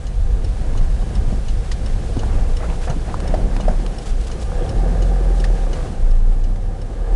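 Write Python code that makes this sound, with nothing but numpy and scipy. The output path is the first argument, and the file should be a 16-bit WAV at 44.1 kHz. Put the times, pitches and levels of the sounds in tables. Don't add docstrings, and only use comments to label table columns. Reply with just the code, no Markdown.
import sys
import numpy as np
from scipy import signal
from scipy.fft import rfft, irfft, next_fast_len
from scipy.io import wavfile
from scipy.ndimage import uniform_filter1d, map_coordinates

SR = 44100
rng = np.random.default_rng(int(sys.argv[2]) if len(sys.argv) > 2 else 0)


def boost(x):
    u = np.asarray(x, float) / 20
    return 10 ** u


def dump_mix(stems):
    frames = np.atleast_2d(stems).T
    limited = np.clip(frames, -1, 1)
    pcm = np.round(limited * 32767).astype(np.int16)
    wavfile.write(sys.argv[1], SR, pcm)


N = 315315

# time_s, gain_db
GAIN_RIDE = [
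    (0.15, -3.5),
    (1, -0.5),
    (2.25, .5),
    (4.14, 0),
    (5.85, -.5),
    (6.15, -5),
    (6.69, -7.5),
    (7.15, -5),
]
# start_s, peak_db, ring_hz
TRIM_KNOCKS = [(.547, -32, 502), (0.75, -30, 1020), (1.325, -25.5, 610), (2.096, -25, 510),
               (2.231, -24.5, 870), (2.233, -32, 1460), (2.874, -32, 1350), (2.901, -30, 1250),
               (2.722, -31, 870), (2.871, -21, 570), (2.877, -23, 620), (2.878, -30.5, 1650),
               (2.895, -20, 615), (2.901, -23.5, 630), (2.905, -25.5, 680), (2.605, -32, 1300),
               (2.61, -26, 550), (2.631, -28, 1130), (2.64, -27, 1300), (2.643, -25, 520),
               (2.699, -30, 880), (2.776, -30, 700), (2.837, -35.5, 2450), (3.05, -39, 1600),
               (1.02, -33.5, 1050), (.963, -38, 1650), (3.339, -9, 646), (3.68, -8.5, 640),
               (3.601, -23, 620), (3.079, -25, 680), (3.385, -23, 560), (3.245, -22, 580),
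               (3.707, -23, 630), (4.86, -23, 640), (5.499, -26, 690)]
# frequency_hz, level_db (per Hz)
SNAP_COLOUR = [(300, -58), (1000, -5), (2000, -5), (3500, -4), (5100, -3), (7000, -9.5), (10300, -13.5),
               (11000, -28)]


def engine():
    # time_s, firing_hz
    speed = [(0, 26), (.55, 25), (1.1, 26), (2, 25.8), (3.1, 26.2), (3.5, 28.5), (4.1, 29), (4.4, 28),
             (4.56, 31), (4.79, 39.8), (4.89, 42), (5.07, 43.5), (5.36, 41.1), (5.56, 36.9), (5.8, 30.6),
             (5.93, 28.4), (6.17, 27.7), (6.4, 29.7), (6.7, 33), (7.15, 38)]
    # start_s, level_db, hold_s
    surges = [(.2, -13.5, 0.11), (.62, -13.5, 0.17), (.82, -6, .005), (1.09, -24, 0.026),
              (1.25, -13, 0.0042), (1.47, -14, .04), (1.71, -18, 0.022), (1.91, -15, 0.071),
              (2.37, -7.5, .005), (2.45, -13, 0.059), (2.7, -16.5, 0.11), (2.91, -12.5, .005),
              (3.27, -12, 0.055), (3.44, -10.5, .005), (3.68, -10, 0.064), (4.1, -14, 0.086),
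              (4.24, -21.5, 0.098), (4.55, -16.5, 0.075), (4.78, -11, 0.75), (5.6, -14, 0.098),
              (5.81, -15.5, .005), (6.03, -7.5, 0.29), (6.35, -10.5, .17), (6.58, -18, 0.05),
              (6.73, -20, .005), (6.85, -20, .005), (6.99, -18, .03), (7.14, -8, 0.0098)]
    # time_s, growl_db (block), upper_db (orders beside the boom)
    load_points = [(0, -43, -33), (.35, -42, -35), (1.1, -39.5, -32), (1.6, -41, -32.5),
                   (2.2, -38.5, -34.5), (3.1, -40, -47), (3.5, -38, -34), (4.1, -41, -45),
                   (4.35, -37.5, -57), (4.6, -33, -37), (4.8, -30.5, -31), (5.3, -31.5, -31.5),
                   (5.55, -33.5, -35.5), (5.75, -36, -53), (6.1, -41, -40), (6.3, -41.5, -56),
                   (6.7, -41, -46), (7.15, -34.5, -55)]
    # multiple (of the firing rate), level_db
    orders = [(.5, 0), (1.5, -5), (2, 9), (2.5, -21), (3, 0), (4, 0), (5, -6), (6, -8)]
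    # frequency_hz, gain_db
    mounts = [(15, -12), (55, 0), (70, -3), (86, -11.5), (104, 0.5), (130, 0), (170, -0.5), (220, -2),
              (350, -5)]
    # sump_db, bulkhead_db
    cylinders = [
        (0, -3),
        (-12, -1),
        (-8, 0),
        (-13, -4),
    ]
    # centre_hz, width_hz, level_db
    sump_modes = [(350, 46, 0.5), (390, 73, -2.5)]
    # centre_hz, width_hz, level_db
    cabin_modes = [(437.3, 34.6, -0.5), (492.8, 27, 4), (549, 24.5, 1.5), (656, 90, -6), (738, 40, -3),
                   (782.7, 17, 1), (900, 130, -13), (1208, 48, -11.5), (1646, 230, -17.5)]
    first_fires_s = 5.113

    firing_hz, = curves(speed)
    growl_db, upper_db = curves(load_points)
    firing_hz = uniform_filter1d(firing_hz, size=SR // 20)
    firings = np.cumsum(firing_hz * (1 + 0.0017 * wobble(8))) / SR
    firings = firings - firings[round(first_fires_s * SR)]
    phase = 2 * np.pi * firings

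    boom_db = swells(surges, rise=220, fall=146, floor_db=-25)
    boom = boost(boom_db - 2.4 + 0.7 * wobble(18)) * np.sqrt(2) * np.sin(phase)

    upper = 0
    for multiple, db in orders:
        order_db = db + along(mounts, multiple * firing_hz) + 0.9 * wobble(3.7)
        upper = upper + boost(order_db) * np.sin(multiple * phase + multiple ** 2)

    fired = np.diff(np.floor(firings), prepend=np.floor(firings[0]))
    cylinder = np.floor(firings).astype(int) % len(cylinders)
    sump_db, bulkhead_db = np.transpose(cylinders)[:, cylinder]
    thump = unit(filtered(fired * boost(sump_db + 2.4 * wobble(25)), resonances(sump_modes)))
    blows = unit(filtered(fired * boost(bulkhead_db + 1.2 * wobble(31)), resonances(cabin_modes)))
    hum = unit(filtered(rng.standard_normal(N), resonances(cabin_modes)))

    load = np.clip((growl_db + 46.5) / 12, 0, 1)
    growl = 0.85 * hum + 0.5 * load * blows + (0.18 + 0.32 * load) * thump
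    growl_gain = boost(growl_db - 0.65 + 1.4 * wobble(10))
    return boom + boost(upper_db + 0.5) * upper + growl_gain * growl


def flasher():
    # mode_hz, peak_db, rise_s, t60_s
    tick_modes = [(1236, -20, 0.0028, 0.028), (2930, -3.5, 0.0029, 0.046), (4130, -10, 0.0043, 0.054),
                  (5370, -13, .002, 0.027), (5980, -15, 0.00093, 0.048), (6230, -18, 0.0011, 0.054),
                  (6660, -12.5, 0.00071, 0.043)]
    # mode_hz, peak_db, rise_s, t60_s
    tock_modes = [(2920, -8, 0.0017, 0.033), (3740, -17, 0.0025, 0.055), (5383, -3.5, 0.0016, 0.025),
                  (5417, -11.5, 0.0022, 0.039), (8500, -17, .001, .03), (8900, -12, 0.00085, 0.028)]
    ticks = relay(flashes(first_s=0.067, db=-28), tick_modes, crack_db=-7.0)
    tocks = relay(flashes(first_s=0.4447, db=-28.5), tock_modes, crack_db=-7.0)
    return ticks + tocks


def flashes(first_s, db):
    flash_s, count = 0.7079, 10
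    start_s = first_s + flash_s * np.arange(count)
    return list(zip(start_s, db + np.interp(start_s, *np.transpose(GAIN_RIDE))))


def relay(events, modes, crack_db):
    lead_s, scatter_db = 0.0011, 1.5
    out = np.zeros(N + SR)
    t = np.arange(SR // 10) / SR
    for start_s, db in events:
        ring = 0
        for hz, peak_db, rise_s, t60_s in modes:
            decay = boost(peak_db + scatter_db * rng.normal() - 60 * t / t60_s)
            ring = ring + decay * (1 - np.exp(-t / rise_s)) ** 2 * np.sin(2 * np.pi * hz * t)
        bounce = np.pad(ring, (round(0.009 * SR), 0))[:len(t)]
        out[round((start_s - lead_s) * SR):][:len(t)] += boost(db + 3.0) * (ring + 0.14 * bounce)
    cracks = [(start_s - lead_s, db + crack_db, 0.06) for start_s, db in events]
    return out[:N] + bursts(cracks, attack=0.002) * noise(SNAP_COLOUR)


def trim():
    # frequency_hz, level_db (per Hz)
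    panel_colour = [(150, -54), (380, -4), (600, 6), (900, -3), (1700, -16), (3000, -42)]
    stiffens = 0.12
    rebound_rise = 1.074
    hits = contacts()
    ring = np.zeros(N + SR)
    t = np.arange(SR // 8) / SR

    for start_s, db, hz, swell_s, rebound_db, _ in hits:
        u = t / swell_s
        stiffer = t * (1 + stiffens * (u / 2 - 1))
        swell = boost(db) * (u * np.exp((1 - u ** 3) / 3)) ** 1.41

        def blow(f):
            main = np.sin(2 * np.pi * f * stiffer)
            below = 0.25 * np.sin(2 * np.pi * 0.83 * f * t)
            above = 0.13 * np.sin(2 * np.pi * 1.24 * f * t)
            return swell * (main + below + above)

        rebound_s = start_s + 0.0015 + 2 * swell_s
        ring[round(start_s * SR):][:len(t)] += blow(hz)
        ring[round(rebound_s * SR):][:len(t)] += boost(rebound_db) * blow(rebound_rise * hz)

    snap_rows = [(s, db + snap_db - 5.0, 18 * swell_s) for s, db, _, swell_s, _, snap_db in hits]
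    snaps = bursts(snap_rows, attack=0.00099)
    shudder = bursts([(s, db - 17.5, 0.2) for s, db, _ in TRIM_KNOCKS], attack=0.0036)
    return ring[:N] + snaps * noise(SNAP_COLOUR) + shudder * noise(panel_colour)


def contacts():
    # start_s, peak_db, ring_hz
    thuds = [(1.301, -19.5, 131.4), (1.319, -18.5, 198), (1.325, -22, 115), (2.165, -24, 149),
             (2.164, -19, 341), (2.17, -15.5, 248), (2.68, -21, 172), (2.893, -13, 135), (2.961, -19, 260),
             (3.35, -28, 225), (3.564, -23, 287), (3.689, -15.5, 190)]
    # start_s, peak_db, ring_hz, snap_db
    taps = [(2.7, -30.5, 2540, -3), (3.6, -21, 900, -14), (3.142, -12.5, 1060, -17), (3.8, -26, 730, -12),
            (3.096, -32, 1780, -6), (3.202, -28, 1150, 4), (3.564, -21, 850, -8), (2.233, -30, 1530, -9),
            (3.864, -25, 1020, -20), (3.34, -28, 1660, -20), (3.344, -30, 1800, -20),
            (3.684, -30, 1700, -20), (3.69, -28, 1700, -20), (2.168, -23, 780, -11), (4.3, -29, 1180, -4),
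            (3.863, -30, 2870, 4), (3.864, -35, 4100, -20), (3.565, -28.5, 2500, -6),
            (3.565, -28, 1520, -20), (2.5, -33, 1200, -12), (4.518, -25, 1150, -17), (4.671, -28, 800, -18),
            (5.614, -33, 660, -22), (6.559, -40, 1800, 3)]
    # start_s, peak_db, ring_hz,
    # snap_db
    clicks = [(1.7145, -27.5, 1880, -1), (1.7145, -30, 4680, -4), (1.718, -35, 3100, -4),
              (1.718, -33, 6460, -20), (1.726, -38, 4250, -11), (5.44, -20.5, 1800, -7.5),
              (5.441, -30, 4840, -4.5), (5.444, -36, 2850, -6), (5.446, -33, 5000, -20),
              (4.62, -39, 3270, -40), (4.398, -42, 5400, -40), (4.603, -43, 3370, -40),
              (4.634, -42, 3250, -40), (4.662, -39, 3330, -40)]
    return ([(s, db, hz, 1.5 / hz, -7.5, -36) for s, db, hz in thuds]
            + [(s, db, hz, 0.0034, -7.5, -23.5) for s, db, hz in TRIM_KNOCKS]
            + [(s, db, hz, 0.0013, -12, snap_db) for s, db, hz, snap_db in taps]
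            + [(s, db, hz, 0.0032, -19, snap_db) for s, db, hz, snap_db in clicks])


def cloth():
    # start_s, rms_db, length_s
    rustles = [(2.82, -44.5, 0.041), (4.023, -46, 0.013), (4.062, -41, 0.016), (4.088, -45, .018),
               (4.212, -43, 0.0054), (4.328, -48, .01), (4.235, -48, 0.016), (4.268, -42.5, 0.015),
               (4.395, -50, 0.023), (4.418, -42.5, 0.016), (5.36, -48, 0.053), (5.75, -49, 0.022),
               (5.8, -50.5, 0.061)]
    # frequency_hz, level_db (per Hz)
    cloth_colour = [(300, -94), (1500, -10), (3500, -1.5), (7000, -4.5), (10300, -8.5), (11000, -18)]
    # start_s, rms_db, length_s
    rattles = [(2.16, -61, 0.077), (.62, -48.5, .25), (2.27, -43, .16), (2.59, -41, 0.027),
               (2.628, -36.5, .026), (2.69, -42, 0.045), (2.82, -40, 0.025), (2.872, -36, 0.014),
               (2.895, -40, .018), (3.06, -42.5, 0.049), (3.24, -39, 0.046), (3.3, -40, 0.026),
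               (3.55, -42.5, 0.15), (4.06, -43.5, 0.038), (5.74, -41, 0.12)]
    # frequency_hz, level_db (per Hz)
    buzz_colour = [(300, -45), (600, 7), (1300, 0), (1900, -3.5), (2800, -11), (4500, -30)]
    buzz = scrapes(rattles, buzz_colour, grain_rate=220, grain_db=2.5)
    return scrapes(rustles, cloth_colour, grain_rate=580, grain_db=-1.5) + buzz


def scrapes(rows, colour, grain_rate, grain_db):
    t = np.arange(0, N / SR, 1 / 1000)
    strokes = 0
    for start_s, db, length_s in rows:
        off_centre = (t - start_s - 0.5 * length_s) / (0.78 * length_s)
        strokes = strokes + boost(db) * np.exp(-off_centre ** 4)
    envelope = np.interp(np.arange(N) / SR, t, strokes)
    return envelope * boost(grain_db * wobble(grain_rate)) * noise(colour)


def traffic():
    # nearest_s, half_length_s, pitch_hz, glide_hz_per_s, level_db
    passes = [
        (1.48, 0.35, 58, -1, -30.5),
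        (2.58, 0.807, 58.4, -2.5, -26.5),
        (3.63, 0.367, 37.7, 1.5, -21),
        (4.302, 0.27, 55, 17, -26),
        (5.4, 0.2, 57.5, -29.5, -30),
        (3.7, .35, 192, 2.5, -40),
        (6.45, 0.505, 90, 19, -35),
        (0.23, 0.19, 43, 5.5, -24),
        (2.1, .25, 100, 10, -34),
    ]
    t = np.arange(N) / SR
    out = 0
    for nearest_s, half_s, hz, glide, db in passes:
        note_hz = hz + glide * np.clip(t - nearest_s, -2 * half_s, 2 * half_s)
        passing = np.exp(-((t - nearest_s) / half_s) ** 4)
        level = boost(db + 4.0 + 1.05 * wobble(4.8))
        cycles = np.cumsum(note_hz * (1 + 0.01134 * wobble(8.1))) / SR
        out = out + passing * level * np.sin(2 * np.pi * cycles)
    return out


def road():
    # start_s, level_db, hold_s
    bumps = [(.2, -19, 0.17), (.5, -18.5, 0.025), (.74, -18, 0.23), (1.23, -17, 0.045), (1.6, -21, .06),
             (1.95, -22.5, 0.21), (2.33, -18, .04), (2.53, -19, .01), (2.7, -24.5, 0.33),
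             (3.23, -16.5, .01), (3.38, -22, 0.065), (3.98, -29, .01), (4.22, -23.5, .01),
             (4.48, -22, 0.042), (4.72, -19.5, .01), (4.95, -23, 0.075), (5.6, -23.5, 0.19),
             (5.97, -21, 0.053), (6.15, -27, 0.96)]
    # time_s, drum_db
    coarseness = [(0, -36), (.3, -36), (.74, -31.5), (1, -34.5), (1.2, -31.5), (1.65, -34.5), (2.35, -28.5),
                  (2.55, -34), (3.1, -31.5), (3.35, -27), (3.8, -29), (4.05, -33), (4.5, -34.5), (4.7, -29),
                  (4.9, -32.5), (5.4, -32.5), (5.7, -32), (6, -31), (6.15, -35), (7.15, -35.5)]
    # frequency_hz, level_db (per Hz)
    shake_colour = [(7.1, -29), (12, -7.5), (32, 8.5), (110, -8.5), (140, -49), (240, -120)]
    drum_colour = [(50, -43), (85, -6), (182, -6.5), (282, -14.5), (506, -19), (612, -21.5), (771, -20),
                   (860, -27.5), (1630, -38.5), (2200, -43), (2860, -56), (4840, -120)]
    hiss_colour = [(590, -29), (1000, -2.5), (1360, -6.5), (1620, -3), (1920, -7.5), (2920, -8),
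                   (4650, -10.5), (9290, -14), (10200, -16), (11200, -27), (11800, -27), (15300, -61),
                   (22000, -120)]

    shake_db = swells(bumps, rise=57, fall=57, floor_db=-33)
    drum_db, = curves(coarseness)
    gain_db, = curves(GAIN_RIDE)
    shake = boost(shake_db + 1.33) * noise(shake_colour)
    drum = boost(drum_db + 1.5 * wobble(14)) * noise(drum_colour)
    flutter_db = 0.4 * wobble(15) + 0.6 * wobble(45)
    hiss = boost(-45 + gain_db + flutter_db) * noise(hiss_colour)
    return shake + drum + hiss


def whine():
    # pitch_hz, level_db
    tone = (7853, -72)
    pitch_hz, level_db = tone
    return boost(level_db) * np.sin(2 * np.pi * pitch_hz * np.arange(N) / SR + 3.3 * wobble(7.9))


def unit(x):
    return x / np.sqrt(np.mean(x ** 2) + 1e-20)


def curves(rows):
    s, *cols = np.transpose(rows)
    return [np.interp(np.arange(N) / SR, s, c) for c in cols]


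def along(points, hz):
    f, v = np.transpose(points)
    return np.interp(np.log(hz + 1), np.log(f + 1), v)


def wobble(rate):
    t = np.arange(0, N / SR + 0.002, 1 / 1500)
    knots = np.clip(rng.standard_normal(int(N * rate / SR) + 4), -1.7, 1.7)
    return np.interp(np.arange(N) / SR, t, map_coordinates(knots, [t * rate]))


def swells(rows, rise, fall, floor_db):
    t = np.arange(0, N / SR, 1 / 1000)[:, None]
    s, db, hold = np.transpose(rows)
    level_db = db - rise * np.maximum(s - t, 0) - fall * np.maximum(t - s - hold, 0)
    return np.interp(np.arange(N) / SR, t[:, 0], np.maximum(level_db.max(axis=1), floor_db))


def bursts(rows, attack):
    out = np.zeros(N + SR)
    t = np.arange(SR // 4) / SR
    for s, db, t60 in rows:
        out[round(s * SR):][:len(t)] += boost(db - 60 * t / t60) * (1 - np.exp(-t / attack))
    return out[:N]


def filtered(x, response):
    m = next_fast_len(N + SR // 2)
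    return irfft(rfft(x, m) * response(np.fft.rfftfreq(m, 1 / SR)), m)[:N]


def noise(spectrum):
    return unit(filtered(rng.standard_normal(N), lambda hz: boost(along(spectrum, hz))))


def resonances(modes):
    def response(f):
        total = 0
        for k, (c, w, db) in enumerate(modes):
            total = total + (-1) ** k * boost(db) * 1j * f * w / (c * c - f * f + 1j * f * w)
        return total
    return response


def scene():
    return (engine() + flasher() + trim() + cloth() + traffic() + road() + whine())[None]


def top_cut(x):
    return signal.sosfilt(signal.butter(12, 11930, fs=SR, output="sos"), x)


def record(dry):
    def edge(hz):
        return boost(np.interp(hz, [10330, 10900, 12140, 12400], [0, -4.5, -6.5, -38.5]))

    squeezed = dry[0] / (1 + np.abs(dry[0] / 0.68) ** 4) ** (1 / 4)
    return top_cut(filtered(squeezed, edge)[None])


dry = scene()
out = record(dry)
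dump_mix(out)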